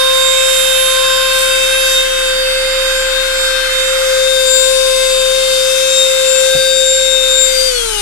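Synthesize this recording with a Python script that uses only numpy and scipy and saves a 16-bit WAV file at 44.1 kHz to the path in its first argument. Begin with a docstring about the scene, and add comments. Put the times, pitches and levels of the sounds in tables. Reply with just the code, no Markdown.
"""A small handheld vacuum moves over the carpet of an idling car: its rotor hums and its seven-blade fan whines.
Both are sums of sine waves locked to one rotor angle; standing waves in the footwell shift them from ear to ear.
Air roars in the housing, rushes from the vents and hisses at the nozzle: all filtered noise.
The car's engine throbs softly below, as a few low sines and a rumble of noise.
The nozzle bumps the floor once, then the vacuum is switched off and starts to wind down."""
import sys
import numpy as np
from scipy import signal
from scipy.fft import rfft, irfft, next_fast_len
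from scipy.io import wavfile
from scipy.ndimage import uniform_filter1d, map_coordinates

SR = 44100
rng = np.random.default_rng(int(sys.argv[2]) if len(sys.argv) > 2 else 0)


def materialize(psi):
    """Save the field psi as 16-bit PCM at rate SR to the path in sys.argv[1].

    A 1-D psi becomes a single channel; in a 2-D psi each row is a channel.
    """
    bounded = np.clip(np.atleast_2d(psi).T, -1, 1)
    quanta = np.round(bounded * 32767).astype(np.int16)
    wavfile.write(sys.argv[1], SR, quanta)


N = 353593  # length in samples

# rotor speed under power, shifting a little with the load on the nozzle: t/s, turns per second/Hz
POWERED_SPEED = [(0.0, 525.2), (0.21, 524.9), (0.4, 527.1), (0.83, 524.9), (1.66, 526.6), (1.77, 528.5),
                 (2.32, 523.1), (2.77, 527.2), (3.02, 525.0), (3.26, 526.8), (3.75, 523.0), (4.01, 526.6),
                 (4.13, 523.6), (4.3, 525.0), (4.52, 522.4), (4.73, 525.2), (5.32, 522.9), (5.35, 526.3),
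                 (5.58, 523.3), (5.9, 527.8), (6.35, 524.2), (6.65, 527.4), (6.84, 525.4), (7.01, 527.5),
                 (7.26, 523.7), (7.39, 525.4), (7.65, 522.9)]
# which ear the nozzle points to as the hand turns it: t/s, left minus right/dB
NOZZLE_AIM = [(0, -9), (.6, -13.5), (1.15, -9), (1.9, -7.5), (2.15, -3), (3.9, -3), (4.55, 8), (5.4, 5.5),
              (6.3, 5.5), (7.4, 4.5), (8.01, 8.5)]
# how far the left ear leads in the standing waves: t/s, hum lead/rad, blade tone lead/rad
EAR_LEAD = [(0, 2.4, -1), (.6, 2.9, -.5), (1.8, 1.8, .2), (2.1, 2.1, -1), (2.6, 1, -3), (3.3, 1.3, -2.4),
            (3.7, 1.3, -3.8), (4.3, 1.5, -1.3), (4.6, 1.6, -2.6), (5.4, 1.5, -.9), (5.85, 1.5, -1.9),
            (6.3, 1.5, 1.6), (7.2, 1.5, -1), (8, 2.2, -4.4)]
# strokes that press the nozzle into the pile, lifting its hiss and the blade tone's octave: t/s, lift/dB
PILE_STROKES = [(.56, 2.5), (1.42, 4.5), (1.9, 4), (7.6, 2)]
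STROKE_S = 0.078  # time from a stroke's peak until its lift has dropped to 1/e


def amp(db):
    """Turn decibels into a gain."""
    return 10 ** (np.asarray(db) / 20)


def unit(x):
    """Scale x to an rms level of 1."""
    return x / np.sqrt(np.mean(x ** 2) + 1e-20)


def along(points, hz):
    """Read a table of (Hz, value) points at any frequency, on a logarithmic frequency axis."""
    f, v = np.transpose(points)
    return np.interp(np.log(hz + 1), np.log(f + 1), v)


def curves(rows):
    """Draw one curve over time for each table column after the time."""
    s, *columns = np.transpose(rows)
    t = np.arange(N) / SR
    return np.array([np.interp(t, s, column) for column in columns])


def humps(events, half_s):
    """Draw a dB curve with one smooth hump for each (time, dB) event."""
    t = np.arange(N) / SR
    return sum(db * np.exp(-((t - s) / half_s) ** 2) for s, db in events)


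def wobble(rate):
    """Draw a smooth random curve around zero, with this many random knots a second."""
    coarse = np.arange(0, N, 32)
    knots = rng.standard_normal(4096)
    smooth = map_coordinates(knots, [coarse * rate / SR], mode="wrap")
    return np.interp(np.arange(N), coarse, smooth)


def ears(side_db):
    """Give left and right gains for a left-minus-right level."""
    return amp(np.array([side_db, -side_db]) / 2)


def filtered(x, response):
    """Filter x by multiplying its spectrum by a response of frequency."""
    size = next_fast_len(N + SR // 4)
    hz = np.fft.rfftfreq(size, 1 / SR)
    return irfft(rfft(x, size) * response(hz), size)[..., :N]


def colour(points):
    """Make a filter response from (Hz, dB) points."""
    return lambda hz: amp(along(points, hz))


def resonances(modes):
    """Make a response of (Hz, width, dB) peaks; each falls to about half its gain at the edges of its width."""
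    return lambda hz: sum(amp(db) / (1 + ((hz - centre) / (0.54 * width)) ** 2)
                          for centre, width, db in modes)


def turbulence(response):
    """Make coloured stereo noise of rms 1; swirling air sounds alike at both ears only in the bass."""
    # likeness of the two ears: f/Hz, coherence (1 = identical)
    likeness = [(100, 1), (1400, 0.33), (2400, 0.048), (5000, 0.013)]

    def mid_side(hz):
        turn = np.arccos(np.clip(along(likeness, hz), -1, 1)) / 2
        return response(hz) * np.array([np.cos(turn), np.sin(turn)])

    mid, side = filtered(rng.standard_normal((2, N)), mid_side)
    return unit(np.array([mid + side, mid - side]))


def shifting(x, depth_db):
    """Colour x by footwell reflections: patches of pitch and time grow stronger or weaker as the hand moves."""
    spectrogram = signal.stft(x, nperseg=1024)[2]
    field = rng.standard_normal(spectrogram.shape)
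    for _ in range(2):
        field = uniform_filter1d(field, size=7, axis=1)  # smooth over frequency
        field = uniform_filter1d(field, size=20, axis=2)  # smooth over time
    patched = spectrogram * amp(depth_db * unit(field))
    return unit(signal.istft(patched, nperseg=1024)[1][:, :N])


def rotor_speed():
    """Turns a second: nearly steady under power, then slowed by air drag and friction."""
    off_s = 7.677  # the moment of switch-off
    halving_s = 1.52  # time in which air drag alone would halve the speed
    friction_hz_per_s = 70
    coast_s = np.maximum(np.arange(N) / SR - off_s, 0)
    return curves(POWERED_SPEED)[0] / (1 + coast_s / halving_s) - friction_hz_per_s * coast_s


def shaft_angle(jitter_hz):
    """Add up the speed to get the rotor's angle in radians; the speed trembles slightly."""
    return 2 * np.pi * np.cumsum(rotor_speed() + jitter_hz * wobble(22)) / SR


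def wall(order):
    """Gain as a falling tone slides in and out of step with its reflection from a near footwell wall."""
    echo_s, echo_share = 0.0029, 0.67  # delay and strength of the reflection
    slip_hz = order * (rotor_speed() - curves(POWERED_SPEED)[0])
    # no slip under power, so the gain stays 1 until the switch-off
    return np.abs(1 + echo_share * np.exp(2j * np.pi * slip_hz * echo_s)) / (1 + echo_share)


def tone(angle, level_db, lead, rough, fade_db):
    """One tone at both ears, shaken by the flow and fading a little at each ear as the hand moves."""
    shake = 1 + rough * (wobble(25) + 0.86 * wobble(140))
    fade = fade_db * np.array([wobble(7), wobble(7)])
    waves = np.sin([angle + lead / 2, angle - lead / 2])  # the left ear leads by this many radians
    return np.sqrt(2) * amp(level_db + fade) * shake * waves  # the root makes the level an rms level


def standing(angle, fade_rate, steady):
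    """A tone of rms 1 at each ear: a direct wave plus reflections that swell and cancel."""
    own = angle + rng.uniform(0, 2 * np.pi)
    sine, cosine = np.sin(own), np.cos(own)

    def one_ear():
        return unit((steady + wobble(fade_rate)) * sine + wobble(fade_rate) * cosine)

    return np.array([one_ear(), one_ear()])


def engine(firing_hz):
    """The idling engine's firing pulses throb through the cabin with a rumble, alike at both ears."""
    # level of the throb: t/s, level/dB
    throb_level = [(0, -36), (.7, -35.5), (3, -30.5), (4.3, -35), (5.2, -32.5), (5.9, -39.5), (6.6, -37.5),
                   (8, -29)]
    # balance of its tones: multiple of the firing rate, relative level/dB
    firing_orders = [(1, -1.5), (2, -23.5), (3, -28), (5, -34)]
    # colour of the rumble: f/Hz, relative level/dB
    rumble_colour = [(15, -23), (35, -27), (50, -16), (85, -2), (110, -10), (150, 1), (200, -3), (400, -25),
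                     (1000, -14.5)]
    angle = 2 * np.pi * np.cumsum(firing_hz + 0.262 * wobble(4.6)) / SR
    throb = sum(amp(db) * np.sin(round(order) * angle) for order, db in firing_orders)
    rumble = unit(filtered(rng.standard_normal(N), colour(rumble_colour)))
    rumble_db = -43.5 + 1.2 * wobble(6)
    return amp(curves(throb_level)[0]) * unit(throb) + amp(rumble_db) * rumble


def bumps():
    """The nozzle bumps the floor in three close knocks; each rings the damped, carpeted floor."""
    # the knocks: t/s, level/dB
    knocks = [(6.551, -14), (6.558, -17), (6.583, -23)]
    # the floor's ringing: f/Hz, relative level/dB, time to fall by 60 dB/s
    floor_modes = [(85, -7, 0.12), (150, 0, 0.048), (212, -3.5, 0.058), (340, -5, 0.03), (663, 1, 0.019)]
    out = np.zeros(N + SR)
    t = np.arange(SR // 4) / SR
    thud = sum(amp(db - 60 * t / t60) * np.sin(2 * np.pi * hz * t) for hz, db, t60 in floor_modes)
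    thud = thud * (1 - np.exp(-t / 0.003))  # a soft start
    for s, db in knocks:
        out[round(s * SR):][:len(t)] += amp(db) * thud
    return out[:N]


def cavities():
    """The flow makes narrow cavity resonances flutter beside the rotor's tones."""
    # the two resonances: f/Hz, width/Hz
    hollows = [(1555, 33), (2646, 39)]
    # strength of their flutter: t/s, low cavity level/dB, high cavity level/dB
    flutter_level = [(0, -34, -31), (1.2, -24.5, -25.5), (1.8, -24, -19), (2.1, -28, -28), (4, -36, -32),
                     (5.6, -66, -29.5), (6.4, -38, -26), (7, -32, -55), (8, -40, -54)]
    out = 0
    for (hz, width), db in zip(hollows, curves(flutter_level)):
        out = out + amp(db) * turbulence(resonances([(hz, width, 0)]))
    return amp([[1], [-3]]) * out  # left up 1 dB, right down 3 dB


def airflow():
    """Air roars in the housing, rushes from vents and hisses at the nozzle; all falls with the rotor's speed."""
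    # roar in the housing: t/s, left level/dB, right level/dB
    duct_level = [(0, -24.7, -29), (1.12, -24.5, -32), (1.48, -22, -41), (2.24, -24, -44),
                  (2.56, -21.5, -49), (4.0, -20, -49), (4.16, -24.5, -27), (4.4, -31, -33.5),
                  (6.4, -30, -27.5), (6.84, -32.5, -37), (8.01, -29.5, -27)]
    # resonances of the housing: f/Hz, width/Hz, relative level/dB
    housing_modes = [(864, 85, -9), (1233, 69, 1.5), (1443, 140, 4.5), (1632, 200, 1), (2022, 340, 0.5)]
    # colour of the rush at the vents: f/Hz, relative level/dB
    vent_colour = [(40, -39), (120, -23.5), (450, -11.5), (720, -15.5), (1100, -6), (1800, -14), (2200, 1),
                   (2500, 2.5), (2900, 0), (3500, -0.5), (4000, -6), (5500, -4), (9000, -73)]
    # strength of the suction hiss, before the strokes lift it: t/s, level/dB
    hiss_level = [(0, -26), (.85, -26.5), (2.1, -25.5), (2.6, -29.5), (3.1, -25.5), (3.7, -27),
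                  (4.4, -20.5), (5.4, -21.5), (6.3, -20), (7.4, -23), (8.01, -19)]
    # colour of the hiss: f/Hz, relative level/dB
    hiss_colour = [(1500, -22.5), (3400, -0.5), (4400, -2.5), (5300, 0), (5800, 0), (6400, 3.5),
                   (7100, -2.5), (8300, 1), (9400, 0.5), (10200, -6), (11400, -4), (12400, -13),
                   (13600, -14), (15500, -32)]
    aim_db, speed = curves(NOZZLE_AIM)[0], rotor_speed()

    duct = amp(curves(duct_level)) * shifting(turbulence(resonances(housing_modes)), depth_db=1.5)

    vent_db = -25 - 0.23 * aim_db  # the vents lose level when the nozzle aims left
    vent_side_db = 3 + 0.27 * aim_db  # they follow part of the aim
    vents = shifting(turbulence(colour(vent_colour)), depth_db=1.9)
    vents = amp(vent_db) * ears(vent_side_db) * vents

    gap = amp(0.75 * wobble(11))  # the nozzle's gap opens and closes on the pile
    hiss = gap * shifting(turbulence(colour(hiss_colour)), depth_db=2.5)
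    # the top beams forward, so it depends on the aim: stronger to the right
    top = filtered(hiss, lambda hz: 1 / (1 + (9500 / (hz + 1)) ** 8))
    top_db = 2 - 0.44 * aim_db
    hiss = hiss + (amp(top_db) - 1) * top
    hiss_db = curves(hiss_level)[0] + humps(PILE_STROKES, STROKE_S)
    nozzle = amp(hiss_db) * ears(aim_db) * hiss

    air_fall = 1.6  # dB of air noise lost for each dB of speed
    return (speed / speed[0]) ** air_fall * (duct + vents + nozzle)


def fan(angle):
    """Seven blades whine seven times a turn, with weaker tones; upper tones beam to the same side as the hiss."""
    # blade tone, before its swells: t/s, left level/dB, right level/dB
    blade_level = [(0.0, -22.5, -10.8), (2.52, -21, -19.5), (2.64, -32, -17.5), (2.88, -27, -14.5),
                   (3.18, -14.5, -28.7), (3.45, -20, -12.5), (3.57, -15.7, -38), (3.75, -23, -15),
                   (3.96, -29.0, -16), (4.32, -12.5, -27.0), (4.83, -16.5, -21), (5.79, -16, -26.5),
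                   (6.0, -13, -20.5), (6.36, -15.6, -36), (6.54, -14, -21), (7.38, -9.5, -31),
                   (7.56, -16.5, -27), (8.01, -18.5, -34)]
    # the blade tone swells or drops out as the hand crosses the standing waves: t/s, change/dB
    blade_swells = [(1.98, 5), (2.08, -6), (3.02, -2), (3.35, -3), (6.01, 4)]
    # the blade tone's octave, before the strokes and the aim: t/s, level/dB
    octave_level = [(0, -29.5), (.6, -31.5), (1.9, -33.5), (3.9, -30.5), (4.45, -22.5), (5.05, -34),
                    (6.05, -21), (6.55, -25.5), (7.1, -22), (7.7, -26.5), (8.01, -36)]
    # the blade tone's third harmonic, before its beaming: t/s, level/dB
    third_level = [(0, -38), (.75, -21.5), (1.55, -37), (1.88, -27), (2.4, -36), (4.3, -43), (5.8, -34),
                   (6.6, -49), (8.01, -32.5)]
    # weaker tones, before beaming and treble roll-off: multiple of the rotor speed, level/dB
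    weak_orders = [(4, -34), (5, -33), (8, -34), (10, -36.5), (12, -38), (13, -42), (15, -33), (16, -41),
                   (17, -39), (18, -39), (19, -44), (20, -44), (22, -44), (23, -45), (24, -46), (27, -42),
                   (28, -39)]
    aim_db, speed = curves(NOZZLE_AIM)[0], rotor_speed()
    beam = ears(0.6 * aim_db)

    blade_db = curves(blade_level) + humps(blade_swells, half_s=0.06)
    out = wall(order=7) * tone(7 * angle, blade_db, curves(EAR_LEAD)[1], rough=0.075, fade_db=1)

    octave_db = curves(octave_level) + humps(PILE_STROKES, STROKE_S)
    octave_lead = 1 + 0.59 * wobble(2.91)
    octave = tone(14 * angle, octave_db, octave_lead, rough=0.16, fade_db=5.0)
    out += wall(order=14) * ears(aim_db) * octave
    out += beam * amp(curves(third_level)[0]) * standing(21 * angle, fade_rate=10.0, steady=0.38)

    # uneven blades fill in the upper multiples; orders 4 and 5 are motor buzz that fades after switch-off
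    buzz_drive = (speed / speed[0]) ** 9  # the buzz loses 9 dB for each dB of speed
    weak = 0
    for order, db in weak_orders:
        drive = buzz_drive if order < 7 else 1
        partial = standing(round(order) * angle, fade_rate=4.4, steady=0.33)
        weak = weak + amp(db) * drive * partial
    # a fixed treble roll-off at the microphone weakens the highest tones; they emerge as the fan slows
    roll_off = colour([(11800, 0), (12600, -5), (14200, -19)])
    return out + beam * filtered(weak, roll_off)


def motor(angle):
    """The unbalanced rotor hums once a turn, and the motor's poles add a buzz at multiples of that."""
    # hum, once a turn: t/s, left level/dB, right level/dB
    hum_level = [(0.0, -11.5, -20.5), (0.9, -13, -29), (1.02, -11.5, -20.7), (1.41, -14.5, -36),
                 (1.53, -13, -26.5), (2.43, -16, -17.5), (3.69, -19, -22), (4.14, -10.5, -16.0),
                 (5.85, -12.2, -17.5), (6.39, -10.7, -15), (7.32, -14.5, -19.5), (7.62, -12.5, -18.5),
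                 (8.01, -24.1, -28)]
    # tone twice a turn: t/s, level/dB
    second_level = [(0, -28.5), (1.1, -29), (2.28, -33), (2.52, -34), (4.3, -40), (4.9, -27), (5.7, -37),
                    (7.6, -42.5), (8.01, -27)]
    # tone three times a turn, from the motor's poles: t/s, left level/dB, right level/dB
    third_level = [(0, -25, -46), (1.1, -24, -46), (2.5, -29, -30), (3.5, -24, -27.5), (3.9, -28, -33.5),
                   (4.55, -25.5, -24), (5.1, -30, -36), (6.0, -30, -41.5), (6.6, -26.5, -24.5),
                   (8.01, -36, -38.5)]
    # tone six times a turn: t/s, level/dB
    sixth_level = [(0, -28), (1.84, -23), (2.3, -29), (4.7, -34), (6.4, -31.5), (6.8, -60), (7.75, -28.5),
                   (8.01, -55)]
    # tone nine times a turn: t/s, left level/dB, right level/dB
    ninth_level = [(0, -38, -29), (.7, -37, -38), (1.15, -34, -27), (1.92, -26, -35), (2.5, -47, -23.5),
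                   (3.35, -38, -26), (4.1, -30, -33), (4.65, -23, -34), (5.55, -35, -23), (5.95, -33, -42),
                   (6.7, -26.5, -27), (7.35, -41, -31), (7.58, -11.5, -40), (8.01, -28, -46)]
    out = tone(angle, curves(hum_level), curves(EAR_LEAD)[0], rough=0.041, fade_db=0.46)
    out += amp(curves(second_level)[0]) * standing(2 * angle, fade_rate=3.15, steady=0.91)
    out += tone(3 * angle, curves(third_level), 0.086 * wobble(1.6), rough=0.19, fade_db=1.0)
    out += amp(curves(sixth_level)[0]) * standing(6 * angle, fade_rate=3, steady=2.5)
    ninth = tone(9 * angle, curves(ninth_level), 1.1 * wobble(3), rough=0.12, fade_db=2.5)
    return out + wall(order=9) * ninth


def scene():
    """Mix the vacuum, the bump and the idling car; motor and fan share one rotor angle."""
    angle = shaft_angle(jitter_hz=0.33)
    car = engine(firing_hz=30.8)
    air = cavities() + airflow()
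    return car + bumps() + air + fan(angle) + motor(angle)


def record(dry):
    """The microphone chain keeps nothing from its upper band limit on."""
    top_hz = 15600
    return filtered(dry, lambda hz: hz < top_hz)


dry = scene()
out = record(dry)
materialize(out)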